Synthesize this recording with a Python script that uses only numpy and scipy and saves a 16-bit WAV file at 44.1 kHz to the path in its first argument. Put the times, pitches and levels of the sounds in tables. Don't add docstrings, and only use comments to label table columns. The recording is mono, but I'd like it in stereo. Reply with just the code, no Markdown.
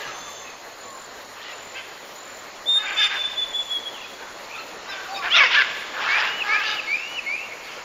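import sys
import numpy as np
from scipy import signal
from scipy.io import wavfile
from scipy.ndimage import uniform_filter1d, minimum_filter1d

SR = 44100
rng = np.random.default_rng(int(sys.argv[2]) if len(sys.argv) > 2 else 0)


def generate_wav(signal):
    frames = np.transpose(np.atleast_2d(signal))
    scaled = np.clip(frames, -1, 1) * 32767
    pcm = np.round(scaled).astype(np.int16)
    wavfile.write(sys.argv[1], SR, pcm)


N = 345744

# start_s, rise_s, fall_s, peak_effort_db, pitch_hz, pan_db, roughness (0-1),
# beak_opening (factor), brightness_db_per_octave, bite_db
FAR_SQUAWKS = [(0.0, 0.0054, 0.16, -35, 420, -10, 0.35, 1.15, -0.5, -2),
               (1.35, 0.16, 0.056, -38.5, 465, 27, 0.45, 1.12, 4, 7),
               (1.74, 0.033, 0.05, -33, 532, 27, 0.33, 0.96, 2, 16),
               (2.75, 0.045, 0.13, -33.5, 424.7, 7, 0.25, 1.08, -4.5, -5.5),
               (2.815, 0.085, 0.08, -27.5, 400, 18, 0.4, 0.96, 0, 7),
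               (2.955, 0.077, 0.053, -21, 436.3, 12, 0.39, 0.98, 5.5, 8),
               (3.09, 0.049, 0.054, -26.5, 401.6, 17, 0.65, 1.02, -2.5, 0.5),
               (4.86, 0.056, 0.26, -34.5, 398.2, 3, 0.36, 0.93, 0, -4),
               (5.214, .05, .04, -24, 354.2, 0, .5, 0.97, -4.5, 7.5),
               (5.49, 0.045, .035, -20, 492.3, 3, 0.59, 1.085, 1.5, 6.5),
               (5.93, .25, 0.16, -21.5, 418, 10.5, 0.71, 1.074, -2, -3.5),
               (6.43, 0.12, 0.099, -22.5, 420.7, 14, 0.35, 1.08, -3.5, -7.5),
               (6.585, 0.095, 0.11, -26, 439, 13, 0.35, 1, 4, -1),
               (7.6, 0.11, 0.15, -39.5, 450, -15, 0.41, 0.89, 8, 5)]
SQUAWK_EDGE_DB, SQUAWK_ARCH, BEAK_ARCH = -12, .08, 0.14
# centre_hz, width_hz, level_db
FAR_THROAT = [(970, 595, -4.5), (1634, 460, 5.5), (2484, 740, -1), (3180, 1080, -5), (3760, 630, -8),
              (4760, 1050, -11.5), (6080, 770, -24.5)]

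# time_s, effort_db, pitch_hz, roughness (0-1),
# brightness_db_per_octave, bite_db
NEAR_SCREECHES = [
    [(5.295, -30, 535, .12, -3, 12), (5.315, -21, 591.8, .13, 2, 11.5), (5.343, -15, 716.7, 0.24, -4, 1.5),
     (5.37, -12, 689.3, .58, -1.5, 3), (5.405, -11.5, 600, .58, -2.5, 1),
     (5.445, -15.5, 496.4, 0.28, -1, 2), (5.49, -30.5, 418, 0.24, 6, -4)],
    [(5.535, -20, 438, 0.5, -5, 6), (5.552, -15, 514.6, 0.28, 1.5, 5), (5.572, -16, 600.6, 0.25, -4, 2.5),
     (5.59, -12.5, 558, 0.37, -3, 4), (5.602, -17.5, 567.5, 0.42, -1.5, 0),
     (5.622, -15, 516.5, 0.45, -3, 1), (5.64, -44.5, 480, 0.2, 2, -2)],
]
# centre_hz, width_hz, level_db
WIDE_THROAT = [(1225, 810, -3), (2130, 600, 5.5), (3020, 570, 3), (4540, 800, -13), (5130, 630, -9),
               (6150, 600, -20.5)]
# centre_hz, width_hz, level_db
HALF_SHUT_THROAT = [(990, 540, -20), (1590, 280, 9), (2580, 800, -2), (3560, 1000, -7), (5020, 1200, -12.5)]
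BEAK_REST_HZ, BEAK_FOLLOW, NEAR_PAN_DB = 576, 0.76, -2.5

BITE_HZ, BITE_OCTAVES = 2780, 0.27
THROAT_DRIFT, THROAT_SWAY_DB, CRACK_DB = .035, 1.8, 2.6
SKULL_HZ, SKULL_FOLLOW = 4000, .2
PITCH_SWAY = .04

# start_s, length_s, pitch_hz, drift_hz_per_s, level_db, dip_db (mid-note), pan_db
WHISTLE_NOTES = [(2.655, 0.15, 3630, 298, -17.5, 0, 4.5), (2.955, 0.13, 3570, 101, -18.5, 0, -4),
                 (3.174, 0.11, 3532, -800, -24, -11, 0), (3.354, 0.11, 3492, -600, -23, -6, 4),
                 (3.524, 0.11, 3448, -500, -22.5, -7, -4), (3.686, 0.11, 3382, -1200, -25, -3, -2),
                 (3.847, 0.06, 3336, -1800, -30, 0, 8)]
# multiple, level_db
WHISTLE_PARTIALS = [(1, 1), (2, -27.5), (3, -31)]
WHISTLE_ATTACK, WHISTLE_RELEASE_S = .25, 0.026
WHISTLE_EDGE_DB, WHISTLE_SWELL_DB = -19.5, 2.5
SCOOP_HZ, SCOOP_S = 254, 0.0372
DIP_AT, DIP_S = 0.524, 0.0062

# start_s, slowness (factor), level_db, broken_off_after_s, overtone_fade_db_per_s
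SLUR_CALLS = [(6.077, 1.054, -14.5, .4, -45), (6.48, 0.97, -15.5, .4, -30), (6.863, 1.0, -15.5, .4, -7),
              (7.258, 1.02, -16.5, .21, -83)]
# time_s, pitch_hz, level_db, flutter (0-1)
SLUR_COURSE = [(0, 2164, -2, 0), (.022, 2175, -1.5, 0.07), (.085, 2415, 2, 0.23), (.108, 2532, -10.5, 0.9),
               (.165, 2710, -10, 0.45), (.23, 2887, -12.5, 0), (.29, 2955, -13, 0), (.31, 2940, -6.5, 0.2),
               (.334, 2480, 1, 0.15), (.343, 2500, -23, 0)]
SLUR_OVERTONE_DB = -23.5

# start_s, length_s, first_pitch_hz, last_pitch_hz, upward_bend_hz,
# level_db, unsteadiness (0-1)
FAR_CHIRPS = [(0, 0.54, 6220, 6400, 2.5, -46, 0.38), (.07, .045, 1310, 1310, 5, -38, 0.1),
              (0.1, 0.32, 3480, 3500, 30.5, -47, 0.13), (0.256, 0.055, 1180, 1140, -2, -40, 0.14),
              (0.42, 0.054, 1093, 1054, -6, -43.5, 0.2), (0.441, 0.093, 2620, 2495, 13.5, -42.5, 0.5),
              (0.83, 0.16, 1164, 1033, -9.5, -41.5, 0.1), (1.793, 0.058, 3450, 3400, 0, -48, 0.1),
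              (3.925, 0.087, 3250, 2600, -58, -37.5, 0.88), (4.004, 0.071, 3010, 2160, 9, -37.5, 0.8),
              (4.159, 0.19, 1520, 1458, 7, -43.5, 0.76), (4.497, 0.08, 2230, 2300, 298.5, -36.5, 0.75),
              (4.546, 0.041, 3400, 3640, 50, -41, 0.85), (4.552, 0.079, 1300, 1270, 34, -39, 0.5),
              (4.556, 0.085, 2440, 2470, 252, -39, .75), (4.577, .045, 3900, 3920, 300, -42, 0.9),
              (4.875, .04, 3650, 4000, 100, -40, 0.24), (4.884, 0.079, 2600, 2410, 50, -44, 0.5),
              (4.886, 0.053, 5440, 4900, -3, -40, 0.77), (4.912, 0.038, 3720, 3440, -9, -35.5, 0.42),
              (5.082, 0.1, 736, 783, 20.5, -32.5, 0.12), (5.1, 0.099, 4480, 4620, 54, -42, 0.25),
              (5.145, 0.04, 3760, 3660, 31, -32, 0.62), (5.15, 0.057, 2450, 2370, 112, -36.5, 0.7),
              (5.163, 0.034, 5100, 5100, -4, -40, 0.7), (5.171, .055, 1150, 1103, 17, -32, 0.15),
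              (6.639, 0.11, 3680, 3620, 40, -34.5, 0.63), (6.648, .08, 4700, 4840, 58, -33, 0.9),
              (7.508, .035, 2200, 2180, 5, -38, .5)]
BLUR_HZ = 262

# start_s, end_s, level_db
CRICKET_TRILLS = [(0.18, .44, -49), (0.802, 1.065, -48.5), (1.503, 1.765, -49.5), (2.151, 2.41, -48.5),
                  (2.825, 3.08, -47), (3.478, 3.735, -48.5)]
CRICKET_HZ, STROKES_PER_S = 7120, 43.0

# frequency_hz, t60_s
GARDEN_DECAY = [(300, 2.5), (1500, 1.21), (3500, 1.67), (8000, 1.55)]

# frequency_hz, relative_level_db_per_hz
HUSH_SPECTRUM = [(15, -61.5), (25, -2), (102, -25.5), (132, -12), (589, -0.5), (679, -2), (1120, 0.5),
                 (1320, -0.5), (1930, 0), (2510, -7), (4230, -12), (5230, -15.5), (7300, -18), (9490, -49),
                 (16100, -120)]
HUSH_DB = -34
# time_s, swell_db
HUSH_SWELLS = [(0, 4.5), (.6, -0.56), (2.6, 1.05), (3.3, 1), (4.4, 1.6), (5.7, 4), (7.0, 2), (7.84, 1)]
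# frequency_hz, likeness (-1 to 1)
HUSH_LIKENESS = [(60, -0.62), (180, -0.61), (550, -0.21), (1650, -0.8), (4970, -0.31), (15000, 1)]
# centre_hz, width_hz, level_db
DRONE_BANDS = [(99.7, 8.8, -66), (4210, 570, -51.5), (6854, 300, -53)]
# frequency_hz, relative_level_db_per_hz
FIZZ_SPECTRUM = [(7300, -51), (7500, -3.5), (8300, -20), (8700, -40), (9100, -10), (9400, -4.5),
                 (10000, -6), (10300, -14), (11000, -9.5), (12500, -0.5), (14800, -1.5), (15700, -13)]
FIZZ_DB = -54.5
# frequency_hz, likeness (-1 to 1)
FIZZ_LIKENESS = [(8000, -0.24), (9300, 0.56), (10200, 0.58), (11500, -0.53), (15000, -0.43)]
# time_s, level_db
BREEZE_LEVEL = [(0, -66), (2.4, -79), (2.8, -60), (3.5, -57), (4.1, -74), (7.84, -66)]
EDGE_HZ = 15800


def gain_of(db):
    return 10 ** (np.asarray(db) / 20)


def evened(x):
    return x / np.sqrt(np.mean(x ** 2) + 1e-20)


def read(points, hz):
    f, value = np.transpose(points)
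    return np.interp(np.log(hz + 1), np.log(f + 1), value)


def unroll(rows):
    s, *columns = np.transpose(rows)
    t = np.arange(s[0], s[-1], 1 / SR)
    return s[0], [np.interp(t, s, c) for c in columns]


def add(mix, s, sound, pan_db):
    left = 2 / (1 + gain_of(-pan_db * np.ones(sound.shape[-1])))
    part = mix[:, round(s * SR):][:, :sound.shape[-1]]
    part += (sound * np.array([left, 2 - left]))[:, :part.shape[1]]


def wander(length, smooth):
    once = uniform_filter1d(rng.standard_normal(length), int(smooth))
    return evened(uniform_filter1d(once, int(smooth)))


def resonate(x, hz, width):
    turn = np.exp(2j * np.pi * np.cumsum(hz * np.ones(x.shape[-1])) / SR)
    r = np.exp(-np.pi * width / SR)
    smoothed = signal.lfilter([(1 - r) ** 2], [1, -2 * r, r * r], x / turn + 1e-18)
    return 2 * (turn * smoothed).real


def voice_source(hz, rough):
    n = len(hz)
    jitter, sway = .09 * wander(n, 160), PITCH_SWAY * wander(n, 1500)
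    turns = np.cumsum(hz * (1 + rough * (jitter + sway))) / SR
    pulses = 0
    for k in range(1, 17):
        pulses = pulses + gain_of(3.0 * wander(n, 500)) * np.cos(2 * np.pi * k * turns + .4 * k * k)
    pulses *= 1 + 0.93 * rough * wander(n, 47) + 0.5 * rough * np.cos(np.pi * turns)
    cracks = gain_of(CRACK_DB * np.minimum(rng.exponential(1, n), 4))[turns.astype(int)]
    puffs = (0.27 + cracks * np.exp(-(turns % 1) / 0.064)) * rng.standard_normal(n)
    return (1 - rough) * evened(pulses) + .55 * rough * evened(puffs)


def squawk(mix, s, effort_db, hz, rough, beak, bright_db, bite_db, pan_db, modes, fade):
    n = len(hz)
    rough, beak = np.clip(rough, 0, 1), np.clip(beak, .82, 1.18)
    drive = voice_source(hz, rough)
    throat = 0
    for k, (f, width, db) in enumerate(modes):
        bite = np.exp(-(np.log2(f / BITE_HZ) / BITE_OCTAVES) ** 2)
        colour_db = db + bright_db * np.log2(f / 1650) + bite_db * bite
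        follow = SKULL_FOLLOW if f > SKULL_HZ else 1
        centre = f * beak ** follow * (1 + THROAT_DRIFT * wander(n, 900))
        gain = gain_of(colour_db + THROAT_SWAY_DB * wander(n, 700))
        throat = throat + (-1) ** k * gain * resonate(drive, centre, width)
    loudness = np.sqrt(abs(uniform_filter1d(throat ** 2, size=500)) + 1e-12)
    shape = signal.windows.tukey(n, min(fade, 1))
    add(mix, s, gain_of(effort_db) * throat / loudness * shape, pan_db)


def squawkers():
    mix = np.zeros((2, N))
    for s, rise, fall, peak_db, hz, pan_db, rough, beak, bright_db, bite_db in FAR_SQUAWKS:
        t = np.arange(-rise, fall, 1 / SR)
        droop = np.where(t < 0, t / rise, t / fall) ** 2
        squawk(mix, s, peak_db + SQUAWK_EDGE_DB * droop, hz * (1 - SQUAWK_ARCH * droop), rough,
               beak * (1 - BEAK_ARCH * droop), bright_db, bite_db, pan_db, FAR_THROAT, fade=0.073)
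    return mix


def screecher():
    mix = np.zeros((2, N))
    for rows, modes in zip(NEAR_SCREECHES, (WIDE_THROAT, HALF_SHUT_THROAT)):
        s, (effort_db, hz, rough, bright_db, bite_db) = unroll(rows)
        beak = (hz / BEAK_REST_HZ) ** BEAK_FOLLOW
        squawk(mix, s, effort_db, hz, rough, beak, bright_db, bite_db, NEAR_PAN_DB, modes, fade=0.15)
    mix[:, 1150:] += gain_of(-13) * mix[::-1, :-1150]
    return mix


def whistle(hz, level_db, tones, flutter, apart, sway):
    t = np.arange(len(hz)) / SR
    gap = apart + sway * wander(len(hz), 1900)
    phase = 2 * np.pi * np.cumsum(hz) / SR + np.array([gap, -gap]) / 2
    tone = sum(gain_of(db) * np.sin(k * phase) for k, db in tones)
    trill = np.sin(2 * np.pi * 76 * t) + .5 * wander(len(hz), 110)
    shake = 1 + np.clip(flutter, 0, 1) * trill
    return np.sqrt(2) * gain_of(level_db) * tone * shake * signal.windows.tukey(len(hz), .1)


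def whistler(mix):
    for s, length, hz, drift, db, dip_db, pan_db in WHISTLE_NOTES:
        t = np.arange(0, length, 1 / SR)
        opening = np.clip(1 - t / (WHISTLE_ATTACK * length), 0, 1)
        closing = np.clip(1 - (length - t) / WHISTLE_RELEASE_S, 0, 1)
        level_db = db + WHISTLE_EDGE_DB * (opening + closing) + WHISTLE_SWELL_DB * (t / length - .5)
        level_db += min(dip_db, 0) * np.exp(-((t - DIP_AT * length) / DIP_S) ** 2)
        pitch = hz + drift * (t - SCOOP_S) - SCOOP_HZ * np.clip(1 - t / SCOOP_S, 0, 1) ** 2
        note = whistle(pitch, level_db, WHISTLE_PARTIALS, flutter=.03, apart=0.64, sway=0.41)
        add(mix, s, note, pan_db)


def slurring_bird(mix):
    for s, slowness, db, stop, fade_db in SLUR_CALLS:
        course = unroll(np.multiply(SLUR_COURSE, [slowness, 1, 1, 1]))[1]
        hz, level_db, flutter = np.array(course)[:, :round(stop * SR)]
        tones = [(1, 0), (2, SLUR_OVERTONE_DB + fade_db * np.arange(len(hz)) / SR)]
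        add(mix, s, whistle(hz, db + level_db, tones, flutter, apart=2.35, sway=.12), pan_db=-.3)


def songbirds():
    mix = np.zeros((2, N))
    whistler(mix)
    slurring_bird(mix)
    return mix


def far_birds():
    mix = np.zeros((2, N))
    for s, length, first_hz, last_hz, bend, db, unsteady in FAR_CHIRPS:
        u = np.arange(0, 1, 1 / (length * SR))
        unsteady = np.clip(unsteady, .05, 1)
        glide = first_hz + (last_hz - first_hz) * u + bend * np.sin(np.pi * u)
        hz = glide + 110 * unsteady * wander(len(u), 120)
        level_db = db - 6.0 * (2 * u - 1) ** 2
        tone = whistle(hz, level_db, [(1, 0)], flutter=.8 * unsteady, apart=.8, sway=.6)
        smear = evened(resonate(rng.standard_normal((2, len(u))), hz, BLUR_HZ * unsteady))
        smear *= gain_of(level_db) * signal.windows.tukey(len(u), .4)
        add(mix, s, np.sqrt(1 - unsteady ** 2) * tone + unsteady * smear, pan_db=1.5)
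    return mix


def cricket():
    mix = np.zeros((2, N))
    for start, end, db in CRICKET_TRILLS:
        t = np.arange(0, end - start, 1 / SR)
        strokes = np.sin(np.pi * STROKES_PER_S * t) ** 3
        bent_t = t + 0.0012 * np.exp(-t / 0.03)
        ring = np.sin(2 * np.pi * CRICKET_HZ * bent_t + .5 * wander(len(t), 91))
        add(mix, start, gain_of(db) * evened(abs(strokes) * ring), pan_db=-0.5)
    return mix


def garden(x):
    taps = np.zeros((2, SR))
    at = np.arange(500, SR - 20, 20) + rng.integers(0, 20, (2, (SR - 501) // 20))
    np.put_along_axis(taps, at, rng.choice([-1., 1.], at.shape), 1)
    hz, t, z = signal.stft(taps, SR, nperseg=256)
    decay = gain_of(-60 * t / read(GARDEN_DECAY, hz)[:, None])
    tail = signal.istft(z * decay, SR, nperseg=256)[1]
    spread = x + .35 * x[::-1]
    return signal.fftconvolve(spread, tail / np.linalg.norm(tail[0]), axes=1)[:, :N]


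def noise(spectrum, likeness, patchy_db, flicker_db, size):
    frames, hz = 4 * N // size + 5, np.fft.rfftfreq(size, 1 / SR)
    a, b, c, d, patches = rng.standard_normal((frames, len(hz), 5)).T
    patches = evened(uniform_filter1d(uniform_filter1d(patches, 14, 0), 8, 1))
    same = np.clip(read(likeness, hz), -1, 1)[:, None]
    left = a + 1j * b
    z = np.array([left, same * left + np.sqrt(1 - same ** 2) * (c + 1j * d)])
    shape_db = read(spectrum, hz)[:, None]
    z *= gain_of(shape_db + patchy_db * patches + flicker_db * wander(frames, 9))
    return evened(signal.istft(z, nperseg=size, noverlap=3 * size // 4)[1][:, :N])


def hush():
    swell_db = np.interp(np.arange(N) / SR, *np.transpose(HUSH_SWELLS))
    air = noise(HUSH_SPECTRUM, HUSH_LIKENESS, patchy_db=1.5, flicker_db=.3, size=1024)
    side_db = np.array([[.9], [-.9]])
    out = gain_of(HUSH_DB + swell_db + side_db) * air
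    for hz, width, db in DRONE_BANDS:
        out += gain_of(db) * evened(resonate(rng.standard_normal((2, N)), hz, width))
    fizz = noise(FIZZ_SPECTRUM, FIZZ_LIKENESS, patchy_db=3.5, flicker_db=2.0, size=1024)
    return out, gain_of(FIZZ_DB) * fizz


def breeze():
    level_db = np.interp(np.arange(N) / SR, *np.transpose(BREEZE_LEVEL))
    return gain_of(level_db) * evened(resonate(rng.standard_normal((2, N)), 24, 22))


def scene():
    far, near, song, chirps = squawkers(), screecher(), songbirds(), far_birds()
    air, fizz = hush()
    to_garden = gain_of(-6.5) * far + gain_of(-9.5) * near + gain_of(-11.5) * song + gain_of(-6.5) * chirps
    hoarse = far + near + air + garden(to_garden)
    low_pass = signal.firwin(401, 7450, window=("kaiser", 7), fs=SR)
    cut_off = signal.oaconvolve(hoarse, low_pass[None], "same")
    return cut_off + song + chirps + cricket() + fizz + breeze()


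def record(dry):
    allowed = minimum_filter1d(np.minimum(.87 / (abs(dry).max(0) + 1e-9), 1), size=441)
    limited = dry * uniform_filter1d(allowed, size=441)
    band = signal.firwin(511, EDGE_HZ, window=("kaiser", 9), fs=SR)
    return signal.oaconvolve(limited, band[None], "same")


dry = scene()
out = record(dry)
generate_wav(out)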